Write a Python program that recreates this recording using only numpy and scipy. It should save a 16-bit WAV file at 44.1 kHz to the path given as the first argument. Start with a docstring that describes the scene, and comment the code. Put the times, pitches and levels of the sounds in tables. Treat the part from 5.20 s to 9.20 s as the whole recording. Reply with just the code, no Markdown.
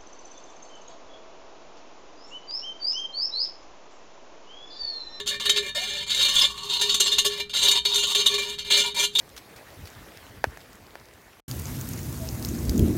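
"""Gritty, ringing scrapes: a pronged metal utensil is dragged to and fro over a large ribbed clay pot.
Sandy grains under the tip make the prongs and the pot wall ring; at each ridge the tip catches in a
harsher burst, and now and then a prong squeaks. The place of contact decides which parts of the pot
answer. An open porch adds a short echo, and faint outdoor rumble lies beneath."""
import sys
import numpy as np
from scipy import signal
from scipy.fft import rfft, irfft
from scipy.io import wavfile
from scipy.ndimage import uniform_filter1d, map_coordinates

SR = 44100
rng = np.random.default_rng(int(sys.argv[2]) if len(sys.argv) > 2 else 0)


def unload_wav(signal):
    """Save mono or channel-first audio to the path in sys.argv[1] as 16-bit WAV at rate SR, clipped to [-1, 1]."""
    wavfile.write(
        sys.argv[1],
        SR,
        np.round(np.clip(np.atleast_2d(signal).T, -1, 1) * 32767).astype(np.int16),
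    )


N = 176400
WANDER_PER_S, TOP_HZ = 16, 15850

# sliding strokes (start [s], end [s], first level [dB], last level [dB],
# treble trim [dB], belly trim [dB], rim trim [dB], wall trim [dB])
STROKES = [(0, 0.005, -12.5, -28.5, -3.5, 13, 2, 6.5), (0.059, 0.098, -23, -22, 0, -2, -9, -5.5),
           (0.1, 0.163, -31, -34, -5, 2, 7, 13), (0.198, 0.26, -23.5, -35, -2.5, 5, 10, 4),
           (0.251, 0.407, -32, -32.5, -10, 21.5, 6.5, 11), (0.417, 0.499, -32, -33, -1.5, 17, 5, 12.5),
           (0.547, 0.655, -22, -29.5, -0.5, -11, 13, 5), (0.654, 0.84, -27.5, -29.5, -6.5, 3, -1, 4.5),
           (0.863, 0.91, -29, -27, -5, -9, -1, 2), (0.909, 1.012, -28.5, -19, -0.5, -4.5, -6, 4),
           (1.01, 1.254, -25, -15, -0.5, -11, 3.5, 0), (1.274, 1.324, -27.5, -33.5, 0, 5, 13, -12),
           (1.341, 1.515, -35, -33, -0.5, 11.5, 14.5, -5.5), (1.491, 1.573, -24.5, -18.5, -3, -1.5, 4, -12),
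           (1.592, 1.788, -24, -30.5, -2, 5, 5.5, -31), (1.798, 2.022, -22.5, -29.5, -11, 10.5, 3.5, -3),
           (2.092, 2.21, -30.5, -31.5, -4.5, -12, 4, 5.5), (2.295, 2.323, -26.5, -50, -3, -24, -19, -2),
           (2.333, 2.421, -17, -26, -0.5, -4.5, -3, -3), (2.417, 2.488, -17.5, -13.5, -1, 2, 0.5, -0.5),
           (2.487, 2.581, -27, -18.5, -5.5, 5, 7.5, -2.5), (2.642, 2.752, -38.5, -18.5, -0.5, 2, 8, -11),
           (2.743, 2.862, -19.5, -28, 0.5, 3, 2.5, -8), (2.868, 2.923, -28.5, -17.5, 1, -4, 8.5, -9.5),
           (2.936, 3.016, -30.5, -11.5, -3.5, 7, -4, -6), (3.01, 3.165, -32, -24, -1, 12, 6, 4.5),
           (3.179, 3.352, -22, -35, -1, 10.5, 5, 4.5), (3.38, 3.423, -33, -34, -10, 0, -3, 4),
           (3.445, 3.506, -31, -29.5, 0, 11, 0, 0.5), (3.502, 3.625, -12, -19, -2, -3, -11, -1),
           (3.637, 3.717, -19.5, -32.5, -3, 6, 6, -1), (3.744, 3.809, -28, -15.5, 4.5, 3.5, 2.5, 2.5),
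           (3.8, 3.839, -29, -13, 5.5, 6.5, -7, 0), (3.86, 3.944, -60, -44.5, -2, 22, -28, -20),
           (3.951, 3.987, -22.5, -49, 8.5, 10, 3.5, 2.5)]
# the tip catching on ridges (start [s], length [s], level [dB], treble trim [dB], pot trim [dB])
RIDGE_CATCHES = [(0.254, 0.007, -9.5, 0, 0.5), (0.292, 0.0065, -10, 0, -9), (0.359, 0.023, -14.5, -4, -6),
                 (0.894, 0.028, -18.5, -2, -19), (1.007, 0.021, -18, -0.5, -14),
                 (1.047, 0.016, -18.5, 0.5, 0.5), (1.082, 0.016, -13, -0.5, -14),
                 (1.137, 0.019, -25, 13, -8), (1.375, 0.0074, -26.5, -4, -6),
                 (1.611, 0.022, -16.5, -2, 0.5), (1.688, 0.036, -19, -5, -20), (1.741, 0.012, -17, 2, -6),
                 (1.799, 0.011, -13, 8, -17), (1.858, 0.025, -18, -1, -9), (1.913, 0.018, -21, 3.5, 1.5),
                 (1.981, 0.012, -11.5, 3, -2), (2.044, 0.02, -14.5, 2.5, 0.5), (2.197, 0.0083, -16.5, 0, 5),
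                 (2.428, 0.025, -21, 10, -13), (2.511, 0.0078, -18, 5, 4.5),
                 (2.554, 0.019, -20.5, -11, -2.5), (2.649, 0.01, -12.5, -0.5, -3),
                 (2.776, 0.019, -17.5, 1, -19), (2.825, 0.02, -16, -9, -7.5),
                 (2.946, 0.014, -13.5, 4.5, -3), (3.058, 0.013, -10.5, 6, -12),
                 (3.14, 0.012, -13.5, 3.5, -10), (3.386, 0.0092, -20.5, 0.5, -21),
                 (3.504, 0.0062, -14, 2, -8), (3.571, 0.0069, -15, 9.5, 4), (3.602, 0.0059, -8.5, 3, -21),
                 (3.83, 0.024, -21, -22, 2), (3.984, 0.018, -12.5, -1, -9)]
def pressure():
    """Drive envelopes of the dragged tip: overall, for the grit's treble, and for belly, rim and wall."""
    power = np.zeros((5, N))
    for start, end, first_db, last_db, *trims_db in STROKES:
        at, progress, shape = contact(start, end - start, rise=.001, fall=.004)
        stroke = amp(first_db + (last_db - first_db) * progress) * shape
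        power[:, at] += (amp([0, *trims_db])[:, None] * stroke) ** 2
    for start, length, db, treble_db, pot_db in RIDGE_CATCHES:
        at, _, shape = contact(start, length, rise=.003, fall=.003)
        trims = amp([0, treble_db, pot_db, pot_db, pot_db])[:, None]
        power[:, at] += (trims * amp(db) * shape) ** 2
    return np.sqrt(power)


def friction(grains_per_s=2600, spread_db=4, chatter_db=2.5):
    """Tiny slips over sand grains, uneven in size and clumped by the chatter of the tip."""
    slips = (rng.random(N) < grains_per_s / SR) * rng.choice([-1., 1.], N)
    size_db = spread_db * np.clip(rng.standard_normal(N), -2, 2)
    return unit(slips * amp(size_db + chatter_db * drift(per_s=170)))


# modes of the utensil (frequency [Hz], level [dB], t60 [s])
PRONG_MODES = [(3415, -22, .1), (3520, -15.5, .12), (3568, -17, .13), (3683, -10.5, .17), (3782, -12, .16),
               (4258, -19, .12), (4336, -15.5, .14), (4396, -16, .15), (4520, -23, .08), (5080, -24, .12),
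               (6185, -25, .13), (6385, -21, .09), (7025, -23, .07), (7370, -27, .08)]
def prongs(force):
    """The metal rings; each mode's share drifts with the grip."""
    ring = sum(amp(db) * mode(force * wander(depth_db=2), hz, t60) for hz, db, t60 in PRONG_MODES)
    return butter(bend(ring, depth_s=.00006), 6, 7800)


# clay modes: belly, lower wall, two of the rim, then wall overtones (frequency [Hz], level [dB], t60 [s])
POT_MODES = [(411, -24, .42), (580, -31, .06), (960, -27, .12), (1120, -27, .12), (1425, -30, .06),
             (1744, -25.5, .16), (1799, -25.5, .16), (2140, -25, .08), (2365, -20.5, .18), (2829, -21, .14),
             (2964, -18, .14), (3148, -17, .14), (3255, -21, .14), (4030, -15, .18)]
# centre of the hollow rasp, moving with the place of contact (time [s], frequency [Hz])
HOLLOW_SWEEP = [(.51, 1140), (.545, 523), (.63, 730), (.9, 1040), (1.2, 1106), (1.48, 1075), (1.63, 920),
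                (1.7, 1136), (2.7, 978), (2.95, 1138), (3.5, 970)]
# how far the contact favours an upper wall overtone over a lower pair (time [s], tilt [dB])
WALL_TILT = [(2.1, -0.5), (2.2, 4)]
def pot(slips, belly, rim, wall, tip, rim_reach_hz=86):
    """The clay body rings; a hollow rasp follows the contact and wakes the rim mode nearest to it."""
    t = np.arange(N) / SR
    centre = np.interp(t, *np.transpose(HOLLOW_SWEEP))
    tilt = amp(np.interp(t, *np.transpose(WALL_TILT)))
    rims = [rim / np.hypot(1, (hz - centre) / rim_reach_hz) for hz, _, _ in POT_MODES[2:4]]
    drives = [belly, wall, *rims, tip, wall / tilt, wall / tilt, wall, wall * tilt] + [tip] * 5
    push = unit(np.tanh(slips / 2))  # the clay evens out the largest slips
    hum, *rings = [amp(db) * mode(push * drive * wander(depth_db=1.5), hz, t60)
                   for (hz, db, t60), drive in zip(POT_MODES, drives)]
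    body = sum(rings) + butter(hum, 1, [350, 480], "band")
    hollow = unit(mode(mode(push, centre, t60=.018), centre, t60=.018))
    return body + amp(-32) * rim * hollow


# tone curve of the rasp (frequency [Hz], relative level [dB])
RASP_EQ = [(150, -38.5), (200, -12), (310, -18), (650, -66), (850, -90), (2050, -55.5), (2600, -10.5),
           (2850, 12.5), (3330, 3.5), (3650, 14.5), (3950, 6.5), (4350, 9.5), (4700, -18), (6400, -45),
           (8000, -6), (16000, -58)]
def rasp(force):
    """Dense ringing of clay and metal fills in between the modes."""
    ring = through(force, tail(t60=.1))
    return through(.45 * force + ring, colour(RASP_EQ))


# tone curve of the crunching grains (frequency [Hz], relative level [dB])
GRIT_EQ = [(1500, -23), (3500, -6), (4900, 4), (5600, 7), (6400, 19), (6750, 12.5), (7100, 17.5),
           (7550, 12), (7900, 2), (8300, 14), (9100, 2), (9600, 10), (10000, -3.5), (10700, 9.5),
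           (11300, 1), (12000, 7.5), (12900, -0.5), (15700, -7)]
def grit(slips, treble):
    """Grains crunch and ring high partials; two sets trade places as the prongs turn against the clay."""
    crunch = unit(slips * abs(slips) ** .7) * treble  # large grains crack out of the hiss
    turn = drift(per_s=10)
    glints = sum(through(crunch * share, partials(t60=.11)) for share in (np.cos(turn), np.sin(turn)))
    return through(.55 * crunch + bend(glints, depth_s=.00025), colour(GRIT_EQ))


# squeaks and thin squeals of a prong (start [s], length [s], pitch [Hz], level [dB])
PRONG_SQUEAKS = [(1.162, 0.032, 3500, -17.5), (1.209, 0.0065, 3420, -19), (1.211, 0.011, 5080, -21),
                 (1.237, 0.0099, 3550, -16), (1.521, 0.082, 4100, -33), (1.595, 0.046, 6385, -40),
                 (1.686, 0.087, 7080, -38), (1.841, 0.023, 7580, -30), (1.918, 0.026, 3685, -19.5),
                 (2.548, 0.016, 3580, -28.5), (2.655, 0.064, 5110, -46), (2.744, 0.11, 7150, -36),
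                 (3.061, 0.0075, 3760, -14), (3.952, 0.021, 3680, -19)]
def squeaks(sag_per_s=.18, shake_hz=85, octave_db=-28):
    """Stick and slip lock onto one prong mode for a while: a rough, sagging tone with a weak octave."""
    out = np.zeros(N)
    shake = shake_hz * drift(per_s=900)
    flutter = wander(depth_db=4, per_s=900)
    for start, length, hz, db in PRONG_SQUEAKS:
        at, progress, shape = contact(start, length, rise=.002, fall=.012, release_samples=4000)
        pitch = hz * (1 - sag_per_s * length * progress) + shake[at]
        phase = 2 * np.pi * np.cumsum(pitch) / SR
        tone = np.sin(phase) + amp(octave_db) * np.sin(2 * phase)
        out[at] += np.sqrt(2) * amp(db) * shape * flutter[at] * tone
    return out


# tone curve of the outdoor bed (frequency [Hz], relative level [dB])
OUTDOOR_EQ = [(20, 4), (45, -11), (58, 14.5), (76, 1), (210, 4), (320, -10.5), (700, -17), (1500, -12),
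              (5000, -25), (15000, -45)]
def outdoors(puff_at_s=1.17, puff_width_s=.07):
    """Steady distant rumble, and one soft puff of air brushing the microphone."""
    rumble = through(rng.standard_normal(N), colour(OUTDOOR_EQ, size=16384))
    puff = unit(butter(rng.standard_normal(N), 2, 42.8))
    swell = np.exp(-((np.arange(N) / SR - puff_at_s) / puff_width_s) ** 2)
    return amp(-52) * rumble + amp(-49) * puff * swell


def contact(start, length, rise, fall, release_samples=2000):
    """Sample indices, progress and envelope of one contact: attack, hold, release, timed in seconds."""
    first = max(round(start * SR), 0)
    at = np.arange(first, min(first + max(round(length * SR), 0) + release_samples, N))
    t = (at - first) / SR
    progress = np.minimum(t / max(length, 1 / SR), 1)
    return at, progress, np.minimum(t / rise, 1) * np.exp(-np.maximum(t - length, 0) / fall)


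def mode(x, hz, t60):
    """One decaying resonance, steady or swept, that keeps the power of white noise."""
    decay = np.exp(-np.log(1000) / t60 / SR)
    turn = np.exp(2j * np.pi * np.cumsum(hz * np.ones(N)) / SR)
    return np.sqrt(2 * (1 - decay ** 2)) * (turn * signal.lfilter([1], [1, -decay], x / turn)).real


def bend(x, depth_s):
    """The changing load on the metal bends its partials: the ringing runs ahead or lags."""
    lag = depth_s * SR * uniform_filter1d(drift(WANDER_PER_S), SR // WANDER_PER_S)
    return map_coordinates(x, [np.arange(N) - lag], mode="nearest")


def partials(t60, count=100, size=8000):
    """Ring of energy 1 made of separate modes, unevenly spaced across the band."""
    t = np.arange(size) / SR
    place, phase = rng.random((2, count, 1))
    hz = (np.arange(count)[:, None] + place) * TOP_HZ / count
    ring = np.sin(2 * np.pi * (hz * t + phase)).sum(0) * np.exp(-np.log(1000) * t / t60)
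    return ring / np.linalg.norm(ring)


def tail(t60, size=20000):
    """Dense random ringing of energy 1."""
    ring = rng.choice([-1., 1.], size) * np.exp(-np.log(1000) * np.arange(size) / SR / t60)
    return ring / np.linalg.norm(ring)


def colour(curve, size=2048):
    """Minimum-phase impulse response of energy 1 with the given tone curve."""
    hz, db = np.transpose(curve)
    log_gain = np.log(amp(np.interp(np.log(np.fft.rfftfreq(size, 1 / SR) + 1), np.log(hz), db)))
    cepstrum = irfft(log_gain)
    cepstrum[1:size // 2] *= 2
    cepstrum[size // 2 + 1:] = 0
    response = irfft(np.exp(rfft(cepstrum)))
    return response / np.linalg.norm(response)


def drift(per_s):
    """Random curve of rms 1 that takes a new value per_s times a second."""
    return unit(np.interp(np.arange(N) / SR * per_s, np.arange(N), rng.standard_normal(N)))


def wander(depth_db, per_s=WANDER_PER_S):
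    """Randomly drifting gain of rms 1."""
    return unit(amp(depth_db * drift(per_s)))


def through(x, response):
    """Convolution, cut to the scene's length."""
    return signal.fftconvolve(x, response)[:N]


def butter(x, order, hz, kind="low"):
    """Flat-passband filter, low-pass by default."""
    return signal.sosfilt(signal.butter(order, hz, kind, fs=SR, output="sos"), x)


def amp(db):
    """Decibels to gain."""
    return 10 ** (np.asarray(db) / 20)


def unit(x):
    """Scales to rms 1."""
    return x / np.sqrt(np.mean(x ** 2) + 1e-20)


def scene():
    """One stream of slips feeds clay, metal and grit; the porch adds a short echo."""
    tip, treble, belly, rim, wall = pressure()
    slips = friction()
    force = slips * tip
    scrape = amp(-9.5) * rasp(force) + pot(slips, belly, rim, wall, tip)
    scrape += prongs(force) + squeaks() + amp(-16) * grit(slips, treble)
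    porch_echo = amp(-21) * through(scrape, tail(t60=.3))
    return (scrape + porch_echo + outdoors())[None]


def record(dry):
    """A steep high cut on the whole mix."""
    high_cut = signal.firwin(511, TOP_HZ, window=("kaiser", 9), fs=SR)
    return signal.oaconvolve(dry, high_cut[None], "same")


dry = scene()
out = record(dry)
unload_wav(out)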